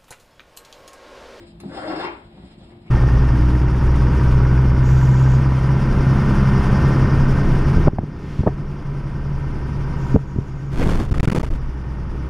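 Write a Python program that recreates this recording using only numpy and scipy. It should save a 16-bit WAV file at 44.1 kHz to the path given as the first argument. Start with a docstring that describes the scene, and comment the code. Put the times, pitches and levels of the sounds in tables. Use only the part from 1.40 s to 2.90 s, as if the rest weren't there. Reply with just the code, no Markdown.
"""A trowel swept through wet glue

In a bare corridor, a notched steel trowel touches down and makes one sweep through floor glue.
Its teeth stick and slip in a ringing scrape, while the floor groans and the paste crackles. The pitch
climbs as the blade tilts up before lifting off. The kneeling worker then shifts back with soft knocks,
light scuffs of the blade and rustling clothes, over the low hum of the building."""
import sys
import numpy as np
from scipy import signal
from scipy.fft import rfft, irfft, next_fast_len
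from scipy.io import wavfile
from scipy.ndimage import map_coordinates

SR = 44100
rng = np.random.default_rng(int(sys.argv[2]) if len(sys.argv) > 2 else 0)


def put_to_file(sound):
    """Save the sound as 16-bit audio at rate SR, in the file named by the first command-line argument."""
    columns = np.atleast_2d(sound).T  # one column per channel
    safe = np.clip(columns, -1, 1)
    whole_steps = np.round(safe * 32767)
    wavfile.write(sys.argv[1], SR, whole_steps.astype(np.int16))


N = 66150

# The sweep. Each row: time in seconds, then push on the blade, push on the floor and tearing
# of the paste in dB. All dB levels in these tables are relative.
SWEEP = [(.24, -80, -80, -94), (.295, -46.5, -47, -80), (.322, -37.5, -44, -51.5),
         (.352, -39, -39.5, -47.5), (.378, -36, -42, -42), (.428, -35, -41, -64.5), (.472, -31, -29, -39),
         (.525, -28.5, -31, -41), (.567, -35, -27.5, -39), (.608, -29.5, -36, -38), (.648, -31, -29, -36),
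         (.68, -37, -40, -53), (.732, -51, -36.5, -56), (.765, -51, -50.5, -67), (.88, -72, -91, -89)]
# The blade stiffens as it tilts. Each row: time in seconds, main ring in Hz, low drone in Hz.
TILT_PITCHES = [(.32, 609.7, 298.6), (.40, 750.4, 314.8), (.45, 559.8, 330.1), (.54, 718.8, 331.7),
                (.595, 641.2, 327.6), (.635, 937.6, 357.3), (.72, 1000, 338.6)]
# Steady pitches that ring in the scrape. Each row: pitch in Hz, width in Hz, level in dB.
SCRAPE_RINGS = [(492, 96, -4), (593, 42, 1), (645, 60, -3), (816, 116, -5), (980, 45, -3), (1134, 34, -0.5),
                (1354, 73, -2), (1490, 108, -2), (1755, 200, -8), (2150, 77, -7.5)]
HIGH_RINGS = [(2750, 53, 1), (3160, 35, 1), (3567, 69, 3.5), (4340, 154, -2)]
# How the floor rings. Each row: pitch in Hz, level in dB, seconds to fade by 60 dB.
FLOOR_RINGS = [(132, -7.5, 0.31), (162.3, -5, 0.32), (190.2, 8, 0.15), (270.7, -2.5, 0.29),
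               (343.9, -1.5, 0.31)]
# The edge catches. Each row: middle and half length in seconds, level in dB, pitch in Hz.
EDGE_SCUFFS = [(0.534, 0.016, -37.5, 1370), (.638, .017, -31, 948), (0.66, .026, -37, 2095),
               (1.125, 0.016, -61.5, 3200), (1.211, 0.011, -59.5, 3400), (1.32, 0.016, -60.5, 1900),
               (1.486, 0.021, -54.5, 2440)]
# The edge touches down. Each row: start in seconds, level in dB.
EDGE_TICKS = [(0.2006, -42), (0.202, -37.5), (0.21, -52.5)]
# Trowel, hand and knees hit the floor. Each row: start in seconds, thud in dB, clack in dB.
BLOWS = [(.206, -38.5, -51), (0.235, -33, -36.5), (0.2544, -27, -42.5), (0.345, -49.5, -26),
         (0.974, -40.5, -40.5), (1.036, -37.5, -60), (1.168, -46, -71), (1.318, -55, -42),
         (1.461, -45, -38.5)]
# The worker moves. Each row: time in seconds, swish of cloth in dB, rubbing on the floor in dB.
MOVES = [(0, -55, -47), (.05, -65.5, -55), (.075, -56.5, -92), (.16, -70, -76), (.28, -57.5, -53.5),
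         (.4, -49, -51.5), (.88, -67, -58), (.94, -68, -56.5), (1.0, -63.5, -52), (1.06, -63.5, -57.5),
         (1.125, -62.5, -55.5), (1.18, -63, -66), (1.215, -59.5, -49.5), (1.27, -63, -60.5),
         (1.32, -63.5, -55), (1.39, -70.5, -69), (1.44, -72, -70), (1.49, -67, -70)]
# The building hums. Each row: pitch in Hz, level in dB.
HUM_TONES = [(57, -83), (113, -59), (167, -55.5), (220, -52), (344, -54)]
# Filters that colour each noise. Each row: frequency in Hz, level in dB.
# The narrow gap near 6-7 kHz is a filter over the sound, not part of paste, cloth or air.
CRACKLE_FILTER = [(300, 6.5), (900, -4.5), (1800, 3), (2700, 2.5), (3800, -9), (5200, 4), (6300, -38.5),
                  (7300, -11), (9200, -16), (11000, -36)]
TICK_FILTER = [(300, -9.5), (1000, 16), (2300, 10.5), (2900, 10.5), (4500, 9), (6500, -2), (9000, 6.5),
               (11000, 1)]
CLACK_FILTER = [(150, -16.5), (380, 8), (500, -7.5), (680, 7.5), (1100, -9.5), (2000, -24.5), (5000, -48),
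                (11000, -49.5)]
SWISH_FILTER = [(300, -16), (1200, 3), (2200, 3), (3800, 7), (5200, 5.5), (6300, -28.5), (7300, 1.5),
                (9200, -1.5), (11000, -57)]
RUB_FILTER = [(120, -4.5), (350, 1.5), (480, -0.5), (660, 0.5), (1100, -10.5), (2000, -11.5), (4000, -12.5),
              (9000, -86)]
RUMBLE_FILTER = [(20, -30.5), (35, -1.5), (58, 5), (90, 2), (180, -2.5), (260, -4.5), (350, -7), (460, -19),
                 (650, -11), (1000, -20.5), (1700, -29), (4000, -29), (7000, -78), (11000, -40)]
# The corridor's echo. Each row: frequency in Hz, seconds to fade by 60 dB.
ECHO_FADES = [(150, 0.047), (400, 0.39), (1000, 0.41), (3000, 0.35), (6000, 0.037), (11000, 0.14)]
# Sound from all sides at two microphones. Each row: frequency in Hz, likeness (1 or more: the same).
BASS_LIKENESS = [(130, .9995)]
UPPER_LIKENESS = [(270, 1.1), (570, 0.56), (1200, -0.2), (2500, -0.26), (4500, -0.039), (9000, -0.87)]
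# How the microphones differ. Each row: frequency in Hz, left minus right in dB.
BASS_BALANCE = [(185, 0)]
UPPER_BALANCE = [(340, 3), (620, 4.5), (1110, 4.5), (2000, 3.5), (3550, -1.5), (6350, -0.7), (11400, 0.5)]

RINGS_DB, EDGE_DB, HIGH_RINGS_DB, PASTE_DB = -3.5, -3.5, -6, -3
DRONE_DB, DRONE_TONE_DB, FLOOR_DB = -2.5, -4.5, -9.5
DIRECT_DB, ECHO_DB, AIR_DB = -3.5, -2.5, -47.5
TICK_FADE_S, CLACK_FADE_S, CLACK_RISE_S, THUD_RISE_S = 0.019, 0.062, 0.005, 0.0024
LEFT_LAG_S, TOP_HZ = 0.000118, 11900


def scrape():
    """Teeth slip in a ringing scrape as paste tears in tiny pops. Gives scrape and floor groan."""
    push_db, floor_push_db, tear_db = curves(SWEEP)
    edge_hz, drone_hz = curves(TILT_PITCHES)
    chatter = gain(2 * wobble(109.97))  # the level flickers quickly
    push, floor_push = chatter * gain(push_db), chatter * gain(floor_push_db)
    rings = gain(RINGS_DB) * resonate(push * slips(), SCRAPE_RINGS)
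    edge = gain(EDGE_DB) * push * gliding_ring(slips(), edge_hz, width=0.38)
    drone = gain(DRONE_DB) * floor_push * gliding_ring(slips(), drone_hz, width=0.33)
    pops = clicks(per_second=2600, spread_db=4)
    paste = chatter * gain(PASTE_DB + tear_db) * coloured(pops, CRACKLE_FILTER)
    high_rings = chatter * gain(HIGH_RINGS_DB + tear_db) * resonate(slips(), HIGH_RINGS)
    floor_tap = np.diff(floor_ring(0))  # the floor's answer to one slip
    floor_tap /= np.linalg.norm(floor_tap)
    floor = gain(FLOOR_DB) * signal.fftconvolve(floor_push * slips(), floor_tap)[:N]
    tone = gain(DRONE_TONE_DB + floor_push_db) * drone_tone(drone_hz)
    return rings + edge + drone + paste + high_rings, floor + tone


def slips():
    """Steel sticks and lets go, making a tiny click each time."""
    return clicks(per_second=2200, spread_db=3)


def drone_tone(hz):
    """The firm core of the drone: a slightly unsteady tone that follows hz."""
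    phase = 2 * np.pi * np.cumsum(hz) / SR + .5 * wobble(40)
    return normalise(gain(2 * wobble(39.3)) * np.sin(phase))


def scuffs():
    """Each catch of the edge swells and fades; its gritty ring rises as the blade tips."""
    out = np.zeros(N)
    for middle, half_s, db, hz in EDGE_SCUFFS:
        t = np.arange(N) / SR - middle
        octaves = 4.5 * np.clip(t, -2 * half_s, 2 * half_s)
        swell = gain(db) * np.exp(-.5 * (t / half_s) ** 2)
        out += swell * gliding_ring(slips(), hz * 2 ** octaves, width=0.36)
    return out


def knocks():
    """Each blow makes a short dull clack and sets the floor ringing. Gives clacks and thuds."""
    level = sum(gain(db) * (fade(start, CLACK_FADE_S) - fade(start, CLACK_RISE_S))
                for start, _, db in BLOWS)
    thuds = sum(gain(db) * floor_ring(start) for start, db, _ in BLOWS)
    return level * coloured(rng.standard_normal(N), CLACK_FILTER), thuds


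def floor_ring(start):
    """After a soft blow, the floor's low tones build up quickly and die away."""
    t = np.maximum(np.arange(N) / SR - start, 0)
    ring = sum(gain(db) * fade(start, fade_s) * np.sin(2 * np.pi * hz * t)
               for hz, db, fade_s in FLOOR_RINGS)
    return ring * (1 - np.exp(-t / THUD_RISE_S))


def ticks():
    """The steel edge meets the floor in a quick cluster of bright ticks."""
    level = sum(gain(db) * fade(start, TICK_FADE_S) for start, db in EDGE_TICKS)
    return level * coloured(rng.standard_normal(N), TICK_FILTER)


def clothes():
    """Fabric swishes and knees rub as the worker moves."""
    swish_db, rub_db = curves(MOVES)
    flutter_db = 2.45 * wobble(43.62)
    fibres = clicks(per_second=6000, spread_db=4)
    swish = gain(swish_db + flutter_db) * coloured(fibres, SWISH_FILTER)
    rub = gain(rub_db + flutter_db) * coloured(rng.standard_normal(N), RUB_FILTER)
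    return swish + rub


def corridor(x):
    """Bare walls throw the sound back; each frequency dies away at its own speed."""
    hz, t, noise = signal.stft(rng.standard_normal((2, SR // 2)), SR, nperseg=256)
    fade_s = look_up(ECHO_FADES, hz)[:, None]
    fading = noise * np.exp(-np.log(1000) * t / fade_s) / np.sqrt(fade_s)
    tail = signal.istft(fading, SR, nperseg=256)[1]
    tail /= np.linalg.norm(tail[0])
    tail = np.pad(tail, ((0, 0), (SR // 300, 0)))  # the echo arrives a little late
    return from_all_sides(signal.fftconvolve(x[None], tail, axes=1)[:, :N])


def building():
    """Steady rumble and air, with a few wavering hum tones."""
    air = normalise(from_all_sides(coloured(rng.standard_normal((2, N)), RUMBLE_FILTER)))
    t = np.arange(N) / SR
    hum = sum(gain(db + 4.5 * wobble(6.88)) * np.sin(2 * np.pi * hz * t + 1.07 * wobble(6.22))
              for hz, db in HUM_TONES)
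    return gain(AIR_DB) * air + hum


def from_all_sides(pair):
    """Blends two unrelated sounds into left and right, nearly alike in the bass."""
    def blend(hz):
        likeness = np.clip(look_up(BASS_LIKENESS + UPPER_LIKENESS, hz), -1, 1)
        angle = np.arccos(likeness) / 2
        return np.array([np.cos(angle), np.sin(angle)])
    mid, side = filtered(pair, blend)
    return np.array([mid + side, mid - side])


def resonate(x, rings):
    """Lets x ring at several fixed pitches."""
    def response(hz):
        total = sum((-1) ** k * gain(db) * peak(hz, pitch, width)
                    for k, (pitch, width, db) in enumerate(rings))
        return total / np.sqrt(np.mean(abs(total) ** 2))
    return filtered(x, response)


def gliding_ring(x, hz, width):
    """Rings x at one pitch, then bends it to follow hz; width is a share of the pitch."""
    pitch = hz.mean()
    ring = filtered(x, lambda f: peak(f, pitch, width * pitch) ** 2)
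    position = np.cumsum(hz / pitch)  # reading faster raises the pitch
    return normalise(map_coordinates(ring, [position], mode="mirror"))


def peak(hz, pitch, width_hz):
    """A filter shape that favours frequencies near one pitch."""
    return 1j * hz * width_hz / (pitch ** 2 - hz ** 2 + 1j * hz * width_hz)


def clicks(per_second, spread_db):
    """Tiny clicks of random size at random times."""
    size = gain(spread_db * np.clip(rng.standard_normal(N), -2, 2)) * rng.choice([-1, 1], N)
    return normalise(size * (rng.random(N) < per_second / SR))


def fade(start, fade_s):
    """A level that jumps to 1 at start, then falls 60 dB every fade_s seconds."""
    t = np.arange(N) / SR - start
    return (t >= 0) * np.exp(-np.log(1000) * np.abs(t) / fade_s)


def wobble(rate):
    """A smooth curve through rate random values a second."""
    points = rng.standard_normal(int(N * rate / SR) + 4)
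    return map_coordinates(points, [np.arange(N) * rate / SR])


def coloured(x, rows):
    """Shapes the lows and highs of x by a filter table, at a standard strength."""
    return normalise(filtered(x, lambda hz: gain(look_up(rows, hz))))


def filtered(x, response):
    """Multiplies each frequency in x by response(hz)."""
    size = next_fast_len(N + SR // 2)
    return irfft(rfft(x, size) * response(np.fft.rfftfreq(size, 1 / SR)), size)[..., :N]


def curves(rows):
    """Turns each column after the time into one value per sample."""
    times, *columns = np.transpose(rows)
    return [np.interp(np.arange(N) / SR, times, column) for column in columns]


def look_up(rows, hz):
    """Reads between the rows of a frequency table, on a log scale."""
    frequencies, values = np.transpose(rows)
    return np.interp(np.log(hz + 1), np.log(frequencies + 1), values)


def normalise(x):
    """Scales x to an average strength (rms) of 1."""
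    return x / np.sqrt(np.mean(x ** 2) + 1e-20)


def gain(db):
    """Turns decibels into a multiplier."""
    return 10 ** (np.asarray(db) / 20)


def scene():
    """The work reaches the right microphone first and echoes off the walls; the floor booms close by."""
    scraping, groan = scrape()
    clacks, thuds = knocks()
    work = scraping + clacks + ticks() + scuffs() + clothes()
    delays = LEFT_LAG_S * np.array([[.5], [-.5]])
    direct = filtered(work + groan + thuds, lambda hz: np.exp(-2j * np.pi * hz * delays))
    return gain(DIRECT_DB) * direct + gain(ECHO_DB) * corridor(work) + building()


def record(dry):
    """The two microphones differ in colour above the bass; everything above TOP_HZ is cut."""
    sides = np.array([[.5], [-.5]])
    heard = filtered(dry, lambda hz: gain(look_up(BASS_BALANCE + UPPER_BALANCE, hz) * sides))
    return filtered(heard, lambda hz: hz < TOP_HZ)


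dry = scene()
out = record(dry)
put_to_file(out)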